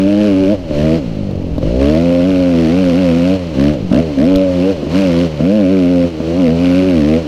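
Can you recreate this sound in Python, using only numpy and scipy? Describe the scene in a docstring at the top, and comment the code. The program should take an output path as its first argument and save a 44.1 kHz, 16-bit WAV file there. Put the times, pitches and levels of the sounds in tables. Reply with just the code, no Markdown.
"""A single-cylinder dirt bike is ridden hard over a woodland floor, heard from the rider's helmet.
Each firing rings in the exhaust pipe. With the throttle open it also spits a burst of rasp;
with the throttle shut the engine burbles and pops. Chain and tyres hiss underneath, the bike
knocks over bumps (one hard, three faint), and air buffets the microphone."""
import sys
import numpy as np
from scipy import signal
from scipy.fft import rfft, irfft
from scipy.io import wavfile
from scipy.ndimage import uniform_filter1d

SR = 44100
rng = np.random.default_rng(int(sys.argv[2]) if len(sys.argv) > 2 else 0)


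def wav_record(signal):
    """Record a signal, one row per channel, as 16-bit PCM in the file named by sys.argv[1]."""
    frames = np.transpose(np.atleast_2d(signal))
    bounded = np.clip(frames, -1, 1)
    # unit amplitude maps onto the largest positive 16-bit level
    quanta = np.round(bounded * 32767).astype(np.int16)
    wavfile.write(sys.argv[1], SR, quanta)


N = 320607
TIME = np.arange(N) / SR

# The tone of one strong firing. Each row: frequency in Hz, relative level in dB.
FIRING_TONE = [(20, -48), (45, -8), (75, 2.5), (105, -7.5), (135, 3.5), (170, 6), (205, 10.5), (275, 9.5),
               (370, 2), (450, 2), (550, 2), (640, 8), (750, -18), (1100, -17), (1500, -23.5),
               (4000, -75.5)]


def exhaust(cycles, rate, load, pipe_hz, echo, tilt_db, knee_hz=160, chamber_s=.0031):
    """Firing pulses echo in the pipe, which lifts the harmonics near its tuning and its multiples."""
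    # The tone of a firing on a shut throttle. Each row: frequency in Hz, relative level in dB.
    coasting_tone = [(20, -23.5), (45, -17.5), (90, 4), (130, -2.5), (165, 8), (210, -2), (300, 6.5),
                     (370, 1), (440, 4), (590, 5.5), (720, -10), (1100, -25), (4000, -76)]
    # What an open throttle adds. Each row: harmonic (multiple of the firing rate), boost in dB.
    pulling_boost = [(1, 5.5), (2, 7), (3, 5.5), (4, 6), (5, 4.5), (6, 10.5), (7, 3.5), (8, 8.5),
                     (20, -8.5)]
    pulses, power = np.zeros(N), np.zeros(N)
    crank, wave = np.exp(2j * np.pi * cycles), np.ones(N, complex)
    pipe_delay, returned = np.exp(-2j * np.pi * rate / pipe_hz), echo
    for harmonic in range(1, 21):
        hz = harmonic * rate
        wave = wave * crank  # steps up to the next harmonic
        returned = returned * pipe_delay
        open_db = level_at(FIRING_TONE, hz) + np.interp(harmonic, *np.transpose(pulling_boost))
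        tone_db = load * open_db + (1 - load) * level_at(coasting_tone, hz)
        # a sharper release of gas brightens everything above the knee
        bright_db = tilt_db * np.log2(np.maximum(hz / knee_hz, 1))
        weight = gain_of(tone_db + sway(harmonic) + bright_db) / (1 - returned)
        # the silencer's chambers split each pulse into a short cluster of beats
        chambers = np.exp(1.25j * np.sin(2 * np.pi * hz * chamber_s))
        pulses += (weight * wave * chambers).real
        power += abs(weight) ** 2 / 2
    # firings are even under load and a little ragged on a shut throttle
    spread_db = .4 * load + 1.2 * (1 - load)
    pulses *= gain_of(spread_db * per_firing(cycles + 0.23)) / np.sqrt(power)
    # swirling gas rushes out with the pulses
    gas = normalised(colour(rng.standard_normal(N), coasting_tone))
    gas_db = -32 * load - 19 * (1 - load)
    return pulses + gas * gain_of(gas_db)


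def throttle():
    """Each twist rolls on, holds and rolls off, lifting the levels and setting the pipe's voice."""
    # Each row: opening time and easing-off time in seconds, roll-on and roll-off lengths in seconds,
    # engine level in dB, relative treble level in dB, pipe tuning in Hz, brightness in dB per octave.
    twists = [(-.1, 0.532, 0.11, 0.035, -9.5, -30.5, 281, -5.5),
              (.15, 0.278, 0.057, 0.2, -12, -27.5, 282, -6),
              (0.669, .955, 0.13, 0.051, -10.5, -28.6, 264, -4.5),
              (1.61, 1.80, 0.021, .05, -14.5, -36, 285, 7),
              (1.763, 1.982, 0.057, 0.051, -9.5, -27, 294.5, -3.5),
              (1.9, 2.564, .1, 0.14, -10, -29.5, 259.9, -3), (2.4, 3.34, .17, 0.039, -10, -27.5, 248.2, -4),
              (3.532, 3.691, 0.068, 0.076, -9, -27.5, 270, -5.5),
              (3.897, 4.0, 0.032, 0.036, -8, -28, 288, -5),
              (4.162, 4.371, .022, 0.36, -8.5, -30.5, 269.4, -2.5),
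              (4.301, 4.712, 0.34, 0.034, -10.5, -29, 272.5, -1.5),
              (4.888, 5.02, 0.065, .2, -9.5, -24, 253, -2.5),
              (4.946, 5.24, 0.088, 0.052, -10.5, -26.5, 263, -4.5),
              (5.386, 6.043, .05, 0.066, -9.5, -31, 258.4, -4.5),
              (6.142, 6.464, 0.29, 0.33, -8.5, -29.5, 240.1, -0.5),
              (6.377, 6.8, 0.27, 0.26, -9, -27, 278.3, -8),
              (6.698, 7.167, 0.19, .04, -9.5, -28.5, 256.9, -3.5)]
    # Throttle shut. Each row: time in seconds, engine level in dB, relative treble level in dB.
    coasting_levels = [(.62, -24.5, -42), (1.05, -19.5, -40), (1.35, -18.5, -44), (1.52, -22, -43.5),
                       (3.45, -20, -37), (3.85, -18.5, -40.5), (4.08, -17.5, -36.5), (4.8, -21.5, -37.5),
                       (5.33, -20.5, -37), (6.14, -23.5, -39.5), (7.25, -19, -36.5)]
    coast_db, hiss_db = curves(coasting_levels)
    engine_db, treble_db = coast_db, hiss_db
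    voice, total_grip = np.zeros((2, N)), 1e-9
    for opened, eased, on_s, off_s, pull_db, snarl_db, pipe_hz, tilt_db in twists:
        grip = np.interp(TIME, [opened, opened + on_s, eased, eased + off_s], [0, 1, 1, 0])
        engine_db = np.maximum(engine_db, coast_db + grip * (pull_db - coast_db))
        treble_db = np.maximum(treble_db, hiss_db + grip * (snarl_db - hiss_db))
        voice += np.outer([pipe_hz, tilt_db], grip)
        total_grip += grip
    open_hz, open_tilt_db = voice / total_grip  # overlapping twists blend their voices
    return engine_db, treble_db, open_hz, open_tilt_db


def pipe(load, rate, open_hz, open_tilt_db, shut_hz=280, coast_rate=80):
    """Under load the pipe rings harder and takes on the tuning and brightness of the twist."""
    pipe_hz = load * open_hz + (1 - load) * shut_hz
    echo = load * 0.53 + (1 - load) * 0.19  # share of each pulse that comes back
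    shut_tilt_db = -4.5 + 8 * np.log2(rate / coast_rate)  # slow firings are duller
    tilt_db = load * open_tilt_db + (1 - load) * shut_tilt_db
    return pipe_hz, echo, tilt_db


def sway(harmonic, step_s=.09):
    """A harmonic swells and fades by a few dB as the rider is thrown about."""
    # Each row: harmonic number, size of its random swing in dB.
    swings = [(1, -0.5), (2, 2.1), (3, -1.06), (4, 6), (5, 4.5), (6, 4.5), (7, 3.5), (10, 4)]
    times = np.arange(0, N / SR + step_s, step_s)
    drift = np.interp(TIME, times, rng.standard_normal(len(times)))
    return np.interp(harmonic, *np.transpose(swings)) * drift


def throb(cycles):
    """A deep throb at the firing rate swells as the engine pulls away from low revs."""
    # Each row: time in seconds, level in dB.
    levels = [(1.55, -50), (1.65, -27), (1.76, -17.5), (1.84, -17), (1.95, -33), (2.08, -57)]
    return gain_of(curves(levels)[0]) * normalised(np.cos(2 * np.pi * cycles))


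def rasp(cycles, load, split_hz=1700):
    """Each firing spits when the engine pulls: a repeating snarl, with fresh spray in the treble."""
    # Each row: frequency in Hz, relative level in dB.
    rasp_tone = [(500, -27), (900, -9), (1500, -4.5), (1950, -8), (2400, -5.5), (2950, -4), (3550, -10.5),
                 (4200, -12), (5300, -14.5), (6200, -21), (7400, -28), (9500, -27.5), (11500, -34.5),
                 (15000, -35)]
    spits = burst(cycles, at=.6, width=.115) * gain_of(.9 * per_firing(cycles))
    shape = irfft(np.r_[0, np.exp(2j * np.pi * rng.random(32))], 1024)  # one cycle of 32 harmonics
    repeating = shape[(cycles % 1 * len(shape)).astype(int)]
    snarl = .9 * normalised(colour(spits * repeating, rasp_tone))
    spray = colour(spits * gain_of(2.0 * wander(900)) * rng.standard_normal(N), rasp_tone)
    high_pass = signal.butter(2, split_hz, "high", fs=SR, output="sos")
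    spray = normalised(signal.sosfilt(high_pass, spray))
    return load * gain_of(-5.5) * (spray + snarl)


def pops(pipe_hz=270, echo=0.35):
    """Lone firings on a nearly shut throttle ring down the pipe."""
    # Each row: start in seconds, peak level in dB.
    firings = [(0.71, -9), (1.581, -6.5), (1.629, -6), (3.916, -4.5), (4.829, -7.5), (4.868, -8),
               (5.405, -3.5), (6.203, -6)]
    out = np.zeros(N)
    pipe_delay = np.exp(-2j * np.pi * np.fft.rfftfreq(2600, 1 / SR) / pipe_hz)
    ring = colour(irfft(1 / (1 - echo * pipe_delay)), FIRING_TONE)
    for start, db in firings:
        add(out, start, gain_of(db) * ring / abs(ring).max())
    return out


def knocks(attack_s=0.00021, clack_s=0.0038, thud_hz=62, thud_s=0.01):
    """Each bump makes a hard clack over a low thud of the frame."""
    # Each row: start in seconds, clack peak in dB, level in dB that the thud dies away from.
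    bumps = [(1.311, -32, -30), (1.581, -28, -26), (2.415, -40, -20), (4.358, -11.5, -8)]
    # Each row: frequency in Hz, relative level in dB.
    clack_tone = [(300, -27), (1200, 11.5), (2200, -16), (3400, 7), (5500, -3), (9000, -14.5), (15000, -10)]
    out, t = np.zeros(N), np.arange(6000) / SR
    envelope = np.exp(-t / clack_s) * (1 - np.exp(-t / attack_s))
    thud = np.sin(2 * np.pi * thud_hz * t) * np.exp(-t / thud_s)
    for start, clack_db, thud_db in bumps:
        clack = colour(rng.standard_normal(len(t)) * envelope, clack_tone)
        add(out, start, gain_of(clack_db) * clack / abs(clack).max() + gain_of(thud_db) * thud)
    return out


def chain_and_tyres(load, ticks_per_s=60, grit_db=-13):
    """Chain, gears and tyres in dry leaves hiss, with a metallic ring and small ticks of grit."""
    # Each row: frequency in Hz, relative level in dB.
    hiss_tone = [(400, -3), (700, -6), (1100, -11.5), (1700, -16.5), (2400, -13.5), (2950, -11.5),
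                 (3500, -18.5), (3900, -18.5), (4250, -14.5), (4700, -20.5), (6000, -24), (7500, -32.5),
                 (10500, -41), (15000, -45.5)]
    hiss = normalised(colour(rng.standard_normal(N) * gain_of(0.27 * wander(52)), hiss_tone))
    ticks = (rng.random(N) < ticks_per_s / SR) * rng.standard_normal(N)
    grit = gain_of(grit_db) * normalised(colour(ticks, hiss_tone))
    return gain_of(5.5 - 8.5 * load) * (hiss + grit)  # gives way to the rasp under load


def wind(boost_db=8.5):
    """Air buffets the microphone with a lumpy, low rumble."""
    # Each row: time in seconds, level in dB before the boost.
    levels = [(0.0, -47), (0.3, -44), (0.67, -34.5), (1.62, -30), (1.92, -40), (2.15, -50), (2.31, -43),
              (3.22, -54), (3.83, -35.5), (4.68, -51), (4.96, -44), (5.93, -67), (6.26, -51), (6.82, -68),
              (7.27, -50)]
    # Each row: frequency in Hz, relative level in dB.
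    gust_tone = [(10, -2.5), (25, -20), (50, -10), (90, -12.5), (200, -21), (600, -23.5), (2000, -75.5)]
    gusts = rng.standard_normal(N) * gain_of(2 * wander(31))
    return gain_of(curves(levels)[0] + boost_db) * normalised(colour(gusts, gust_tone))


def gain_of(db):
    """Turns decibels into a number to multiply by."""
    return 10 ** (np.asarray(db) / 20)


def normalised(x):
    """Scales a signal to an average power of 1."""
    return x / np.sqrt(np.mean(x ** 2) + 1e-20)


def level_at(tone, hz):
    """Looks up a tone table's level in dB at any frequency."""
    freqs, db = np.transpose(tone)
    return np.interp(np.log(hz + 1), np.log(freqs + 1), db)


def curves(table):
    """Joins a table's timed rows with straight lines, giving one curve for each value column."""
    times, *columns = np.transpose(table)
    return [np.interp(TIME, times, column) for column in columns]


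def add(mix, start_s, sound):
    """Lays a sound into the mix at the given time."""
    part = mix[round(start_s * SR):][:len(sound)]
    part += sound[:len(part)]


def colour(x, tone, size=8192):
    """Filters a sound to the given tone; the filter rings only after each hit, never before."""
    hz = abs(np.fft.fftfreq(size, 1 / SR))
    log_gain = np.log(gain_of(np.maximum(level_at(tone, hz), -100)))
    response = np.exp(np.conj(signal.hilbert(log_gain)))
    taps = np.fft.ifft(response).real[:size // 2]
    return signal.oaconvolve(x, taps)[:len(x)]


def wander(hz):
    """A smooth random wobble, up to about the given rate."""
    freqs = np.fft.rfftfreq(N, 1 / SR)
    return normalised(irfft(rfft(rng.standard_normal(N)) / (1 + (freqs / hz) ** 4), N))


def per_firing(cycles, size=1024):
    """One random value for each firing, held through its cycle."""
    held = np.clip(rng.standard_normal(size), -2, 2)[cycles.astype(int) % size]
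    return uniform_filter1d(held, size=40)


def burst(cycles, at, width):
    """A smooth swell once a cycle; its place and width are fractions of the cycle."""
    return normalised(np.exp((np.cos(2 * np.pi * (cycles - at)) - 1) / (2 * np.pi * width) ** 2))


def scene(slip=0.00814, slip_hz=13.07):
    """Engine speed and throttle drive the bike's voice; pops, knocks and wind join it."""
    # Each row: time in seconds, firings per second.
    engine_speed = [(0.0, 95.7), (0.12, 101), (0.26, 105.4), (0.34, 94), (0.47, 95.8), (0.53, 107),
                    (0.55, 98), (0.75, 70.6), (0.83, 76.6), (0.97, 83), (1.07, 55.3), (1.5, 41.2),
                    (1.62, 42.7), (1.7, 58.3), (1.78, 65.2), (2.06, 87.7), (2.24, 87.8), (2.29, 95),
                    (2.47, 89), (2.67, 78.5), (2.81, 96), (2.93, 82.3), (3.0, 96.4), (3.12, 81.5),
                    (3.22, 86.8), (3.34, 96), (3.52, 77.4), (3.56, 65.5), (3.73, 76.3), (3.81, 49.3),
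                    (3.91, 43), (3.99, 78.7), (4.01, 85), (4.09, 76), (4.19, 65.4), (4.29, 93), (4.41, 95),
                    (4.61, 87.4), (4.7, 100), (4.8, 73), (4.86, 70), (5.0, 100.3), (5.12, 83), (5.22, 87.3),
                    (5.39, 69.7), (5.53, 107), (5.57, 110), (5.67, 89), (5.73, 98.0), (5.83, 89), (6.1, 86),
                    (6.15, 77), (6.28, 81), (6.4, 93.4), (6.48, 79), (6.64, 89), (6.88, 94.3), (7.03, 71),
                    (7.19, 84.6), (7.27, 72.6)]
    rate = curves(engine_speed)[0] * (1 + slip * wander(slip_hz))  # the rear wheel slips and grips
    engine_db, treble_db, open_hz, open_tilt_db = throttle()
    load = np.clip((engine_db + 15.5) / 7, 0, 1)  # 0 = throttle shut, 1 = pulling
    cycles = np.cumsum(rate) / SR + .0035 * wander(35)  # counts firings, each a bit early or late
    pipe_hz, echo, tilt_db = pipe(load, rate, open_hz, open_tilt_db)
    engine = gain_of(engine_db) * exhaust(cycles, rate, load, pipe_hz, echo, tilt_db)
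    treble = gain_of(treble_db) * (rasp(cycles, load) + chain_and_tyres(load))
    return (engine + throb(cycles) + treble + pops() + knocks() + wind())[None]


def record(dry):
    """Rounds off the loudest peaks, then cuts the treble above 15300 Hz."""
    rounded = dry / (1 + (dry / .98) ** 10) ** (1 / 10)
    low_pass = signal.firwin(511, 15300, window=("kaiser", 9), fs=SR)
    return signal.oaconvolve(rounded, low_pass[None], "same")


dry = scene()
out = record(dry)
wav_record(out)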